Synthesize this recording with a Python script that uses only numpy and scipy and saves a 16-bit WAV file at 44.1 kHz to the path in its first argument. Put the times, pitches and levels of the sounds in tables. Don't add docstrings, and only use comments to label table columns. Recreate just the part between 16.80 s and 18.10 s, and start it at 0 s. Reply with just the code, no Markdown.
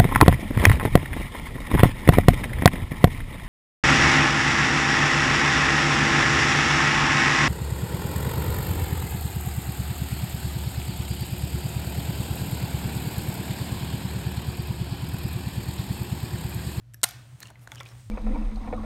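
import sys
import numpy as np
from scipy import signal
from scipy.fft import rfft, irfft
from scipy.io import wavfile

SR = 44100
rng = np.random.default_rng(int(sys.argv[2]) if len(sys.argv) > 2 else 0)


def generate_wav(sig):
    pcm = np.round(np.clip(np.atleast_2d(sig).T, -1, 1) * 32767).astype(np.int16)
    wavfile.write(sys.argv[1], SR, pcm)


def field_ratio(decibels):
    return 10 ** (np.asarray(decibels, dtype=float) / 20)


N = 57330

# (time [s], level [dB], low modes relative to bright ones [dB])
BLOWS = [(0.2154, -45.5, -25), (0.2312, -30, -5.5), (0.2329, -6, 3), (0.2343, -28, -1.5), (.2352, -19, 10),
         (0.2385, -2, -10), (0.2412, -7.5, 0.5), (0.2424, -10, 8), (0.2454, -19, -16), (.247, -30.5, 5),
         (0.256, -34, 10), (0.2881, -27, 8.5), (.2902, -29, -8.5), (0.3095, -31.5, -7)]
# (frequency [Hz], level [dB])
CRACK_COLOUR = [(300, -41.5), (1000, -12), (2000, -0.5), (3500, -2.5), (6000, 2), (9000, -0.5),
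                (12500, -8.5), (16000, -9)]


def evened(x):
    return x / np.sqrt(np.mean(x ** 2) + 1e-20)


def read(points, hz):
    table_hz, value = np.transpose(points)
    return np.interp(np.log(hz + 1), np.log(table_hz + 1), value, left=value[0])


def add(mix, start_s, sound):
    part = mix[round(start_s * SR):][:len(sound)]
    part += sound[:len(part)]


def coloured(x, points):
    hz = np.fft.rfftfreq(len(x), 1 / SR)
    return irfft(rfft(x) * field_ratio(read(points, hz)), len(x))


def background():
    # (time [s], level [dB])
    hum_level = [(0, -54.5), (.144, -45.5), (.228, -57), (.278, -45.5), (.328, -65.5), (0.354, -42.5),
                 (.47, -52), (0.555, -40.5), (0.584, -68), (.662, -44.5), (.70, -57), (.814, -45.5),
                 (0.913, -60.5), (.944, -44.5), (1.056, -46), (1.07, -53), (1.162, -41.5), (1.224, -50.5),
                 (1.3, -38.5)]
    # (frequency [Hz], level [dB])
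    rumble_colour = [(15, -60.5), (25, -23.5), (38, -16), (59, -2.5), (114, -3), (133, -8), (162, -17),
                     (262, -23.5), (300, -16), (390, -36.5), (660, -120)]
    # (frequency [Hz], level [dB])
    air_colour = [(88, -31), (150, -2), (299, -31), (618, -24), (881, -31.5), (1330, -28.5), (9150, -41.5),
                  (16500, -45)]
    hum_hz, drift_rad_per_sample, tone_share = 118, 0.026, 0.85
    rumble_db, air_db = -57, -63.5

    t = np.arange(N) / SR
    time_s, hum_db = np.transpose(hum_level)
    drift = np.cumsum(rng.standard_normal(N)) * drift_rad_per_sample
    tone = np.sin(2 * np.pi * hum_hz * t + drift)
    tone = coloured(tone, [(60, -38.0), (90, -1.5), (140, 2), (180, -37.0)])
    lumps = evened(coloured(rng.standard_normal(N), rumble_colour))
    rumble = evened(coloured(rng.standard_normal(N), rumble_colour))
    air = evened(coloured(rng.standard_normal(N), air_colour))
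    hum = tone_share * evened(tone) + (1 - tone_share) * lumps
    hum = field_ratio(np.interp(t, time_s, hum_db)) * evened(hum)
    return hum + field_ratio(rumble_db) * rumble + field_ratio(air_db) * air


def room(x):
    # (frequency [Hz], t60 [s])
    room_t60 = [(300, 0.22), (700, .38), (1800, 0.62), (4500, 0.54), (9000, 0.24), (14000, 0.25)]
    gap_s = 0.0044
    hz, t, z = signal.stft(rng.standard_normal(SR // 2), SR, nperseg=256)
    decay = field_ratio(-60 * t / read(room_t60, hz)[:, None])
    tail = signal.istft(z * decay, SR, nperseg=256)[1]
    tail *= np.clip(np.arange(len(tail)) / SR / gap_s - 1, 0, 1)
    return signal.fftconvolve(x, tail / np.linalg.norm(tail))[:N]


def echo():
    # (frequency [Hz], level [dB])
    wall_colour = [(350, -22.5), (700, 2.5), (1000, -6.5), (1500, -1.5), (3000, -4.5), (8000, -4.5),
                   (12000, -2), (16000, -15)]
    wall_db = -2.5
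    knocks = np.zeros(N)
    for start_s, level_db, _ in BLOWS:
        knocks[round(start_s * SR)] = field_ratio(level_db + wall_db)
    return coloured(room(knocks), wall_colour)


def rustle():
    # (time [s], leather level [dB], skin level [dB])
    rustle_level = [(0.298, -62, -53.5), (.45, -64, -63), (.58, -65, -62.5), (.63, -55.5, -56.5),
                    (.69, -57.5, -61), (.73, -64, -89), (.79, -61, -71), (0.831, -59, -62.5),
                    (0.871, -60.5, -71), (.93, -55.5, -57.5), (.98, -55.5, -63.5), (1.02, -54.5, -75),
                    (1.045, -53.5, -86), (1.07, -57.5, -54.5), (1.13, -58, -61.5), (1.198, -63.5, -57),
                    (1.3, -97, -63.5)]
    # (frequency [Hz], level [dB])
    leather_colour = [(110, -50), (180, -2), (505, -9.5), (705, -6.5), (3190, -17.5), (4970, -34),
                      (8000, -29.5), (10400, -28.5)]
    # (frequency [Hz], level [dB])
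    skin_colour = [(1500, -4.5), (3300, -6), (5900, -7), (9200, -3), (10300, -21), (12000, -9.5),
                   (13600, -20.5), (15000, -10)]
    grains_per_s, grain_spread_db = 4500, 4.5

    time_s, leather_db, skin_db = np.transpose(rustle_level)
    t, out = np.arange(N) / SR, np.zeros(N)
    for level_db, colour, smooth in ((leather_db, leather_colour, 0.5), (skin_db, skin_colour, 1.5)):
        size = field_ratio(grain_spread_db * np.minimum(rng.exponential(1, N), 5))
        size *= rng.random(N) < grains_per_s / SR
        grains = size * rng.choice([-1., 1.], N) + smooth * rng.standard_normal(N)
        level = field_ratio(np.interp(t, time_s, level_db, left=-120))
        out += level * evened(coloured(grains, colour))
    return out


def scrapes():
    # (start [s], length [s], frequency [Hz], bandwidth [Hz], level [dB])
    scrape_list = [(0.612, 0.028, 4220, 672, -49.5), (0.613, 0.017, 1886, 900, -49),
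                   (0.803, 0.059, 11500, 4000, -62), (.965, 0.023, 2980, 606, -49.5),
                   (.975, 0.037, 5560, 820, -57), (1.055, .095, 5450, 493, -64),
                   (1.056, 0.017, 3296, 2500, -47.5), (1.11, 0.019, 1372, 1480, -52)]
    out = np.zeros(N)
    for start_s, length_s, hz, width_hz, db in scrape_list:
        t = np.arange(0, length_s, 1 / SR)
        pole = np.exp(-np.pi * width_hz / SR)
        grit = rng.standard_normal((3, 4410))[:, :len(t)]
        rough = (grit[0] + 1j * grit[1]) * np.exp(grit[2])
        slow = signal.lfilter([1], [1, -2 * pole, pole * pole], rough)
        tone = (slow * np.exp(2j * np.pi * hz * t)).real
        add(out, start_s, field_ratio(db) * np.sin(np.pi * t / length_s) * evened(tone))
    return out


def ticks():
    # (time [s], crack level [dB], ring [Hz], ring level [dB], ring t60
    # [s])
    tick_list = [(0.1371, -42.5, 7600, -40, 0.0098), (0.143, -35, 11500, -33, 0.013),
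                 (0.1438, -47, 1754, -41.5, 0.026), (0.1443, -56, 5670, -39, 0.012),
                 (0.6034, -33.5, 13700, -37.5, 0.017), (0.629, -35, 4240, -31.5, 0.019),
                 (0.6273, -63, 6400, -34.5, 0.013), (0.6316, -33.5, 1944, -30, 0.012),
                 (0.655, -46, 2830, -40, 0.036), (0.671, -35.5, 6900, -54, 0.027),
                 (.683, -67, 2910, -44, 0.03), (0.7022, -40.5, 974, -42, 0.032),
                 (0.7052, -43.5, 1530, -44.5, 0.028), (.709, -67, 622, -48, 0.061),
                 (0.756, -78, 2036, -42.5, 0.023), (.794, -49, 2540, -62, 0.019),
                 (0.874, -37, 1400, -30, 0.013), (.8745, -53.5, 720, -38.5, .02),
                 (0.8746, -57, 6480, -42, 0.011), (0.8731, -60, 3740, -43.5, 0.011),
                 (.899, -58, 2980, -71, 0.0078), (.918, -32, 3410, -31, 0.016),
                 (0.9187, -67, 2120, -23.5, 0.006), (.9205, -50, 1410, -39, 0.028),
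                 (0.9218, -66, 905, -40, 0.048), (.9485, -39, 5400, -40, 0.0082),
                 (.957, -34, 1650, -37.5, 0.011), (0.98, -47, 2926, -39, 0.037),
                 (.994, -56, 8250, -45, 0.0085), (1.002, -45, 3340, -26, 0.0092),
                 (1.0032, -66, 5700, -41.5, 0.016), (1.005, -73, 554, -40.5, 0.035),
                 (1.0055, -53, 837, -35.5, 0.021), (1.005, -47, 1983, -34.5, 0.036),
                 (1.008, -36, 1116, -32.5, 0.023), (1.0104, -48, 2210, -38.5, 0.025),
                 (1.0103, -60, 1325, -36, 0.03), (1.032, -29.5, 6670, -39, 0.0022),
                 (1.054, -41, 4670, -57, 0.012), (1.059, -65, 2475, -38, 0.026),
                 (1.0885, -40.5, 4100, -42, 0.0066)]
    rise_s, longest_crack_t60_s = 0.00055, 0.0067
    width_share = 0.045
    out, t = np.zeros(N), np.arange(3000) / SR
    for start_s, crack_db, hz, ring_db, t60_s in tick_list:
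        noise, jitter = rng.standard_normal((2, len(t)))
        wander = np.cumsum(jitter) * np.sqrt(2 * np.pi * width_share * hz / SR)
        ring = field_ratio(ring_db - 60 * t / t60_s) * np.sin(2 * np.pi * hz * t + wander)
        crack = evened(coloured(noise, CRACK_COLOUR))
        crack *= field_ratio(crack_db - 60 * t / min(t60_s, longest_crack_t60_s))
        add(out, start_s, np.minimum(t / rise_s, 1) * (crack + ring))
    return out


def shutter():
    # (frequency [Hz], level [dB], t60 [s])
    housing = [(200, -19.5, 0.022), (716, -15.5, 0.022), (866, -12, 0.016), (1047, -16.5, 0.028),
               (1402, -6.5, 0.028), (2090, -11.5, .012), (3060, -17.5, 0.013), (3920, -4.5, .012),
               (4050, -2, .01), (4303, -3.5, 0.012), (5370, -9, .006), (6920, -8.5, .01),
               (8340, 12, 0.0032), (9140, -1, .008), (11300, 0, 0.00299), (12210, 3, 0.009),
               (13900, -8, .005)]
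    low_modes_hz, spread_db, detune_share = 2500, 3.0, 0.015
    crack_db, crack_t60_s, rise_s = 6.5, 0.007, 0.00015

    out, t = np.zeros(N), np.arange(3000) / SR
    hz, mode_db, t60_s = np.transpose(housing)[:, :, None]
    for start_s, level_db, low_db in BLOWS:
        vary, tune = rng.standard_normal((2, *hz.shape))
        noise = rng.standard_normal(len(t))
        weight = field_ratio(mode_db + spread_db * vary + low_db * (hz < low_modes_hz))
        weight *= np.sign(vary * tune)
        tones = np.sin(2 * np.pi * hz * (1 + detune_share * tune) * t)
        rings = weight * field_ratio(-60 * t / t60_s) * tones
        crack = field_ratio(crack_db - 60 * t / crack_t60_s) * evened(coloured(noise, CRACK_COLOUR))
        blow = (rings.sum(0) + crack) / 4
        add(out, start_s, field_ratio(level_db) * blow * np.minimum(t / rise_s, 1))
    return out


def scene():
    handling_tail_db = -17
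    handling = ticks() + scrapes() + rustle()
    camera = shutter() + echo() + handling + field_ratio(handling_tail_db) * room(handling)
    return (camera + background())[None]


def band_limit(x):
    return signal.sosfilt(signal.butter(12, 17040, fs=SR, output="sos"), x)


def record(dry):
    # (frequency [Hz], level [dB])
    treble_cutoff = [(13500, -1), (15800, -8.5), (16300, -24.5), (17000, -53.5)]
    mix = coloured(dry[0], treble_cutoff)[None]
    return band_limit(mix)


dry = scene()
out = record(dry)
generate_wav(out)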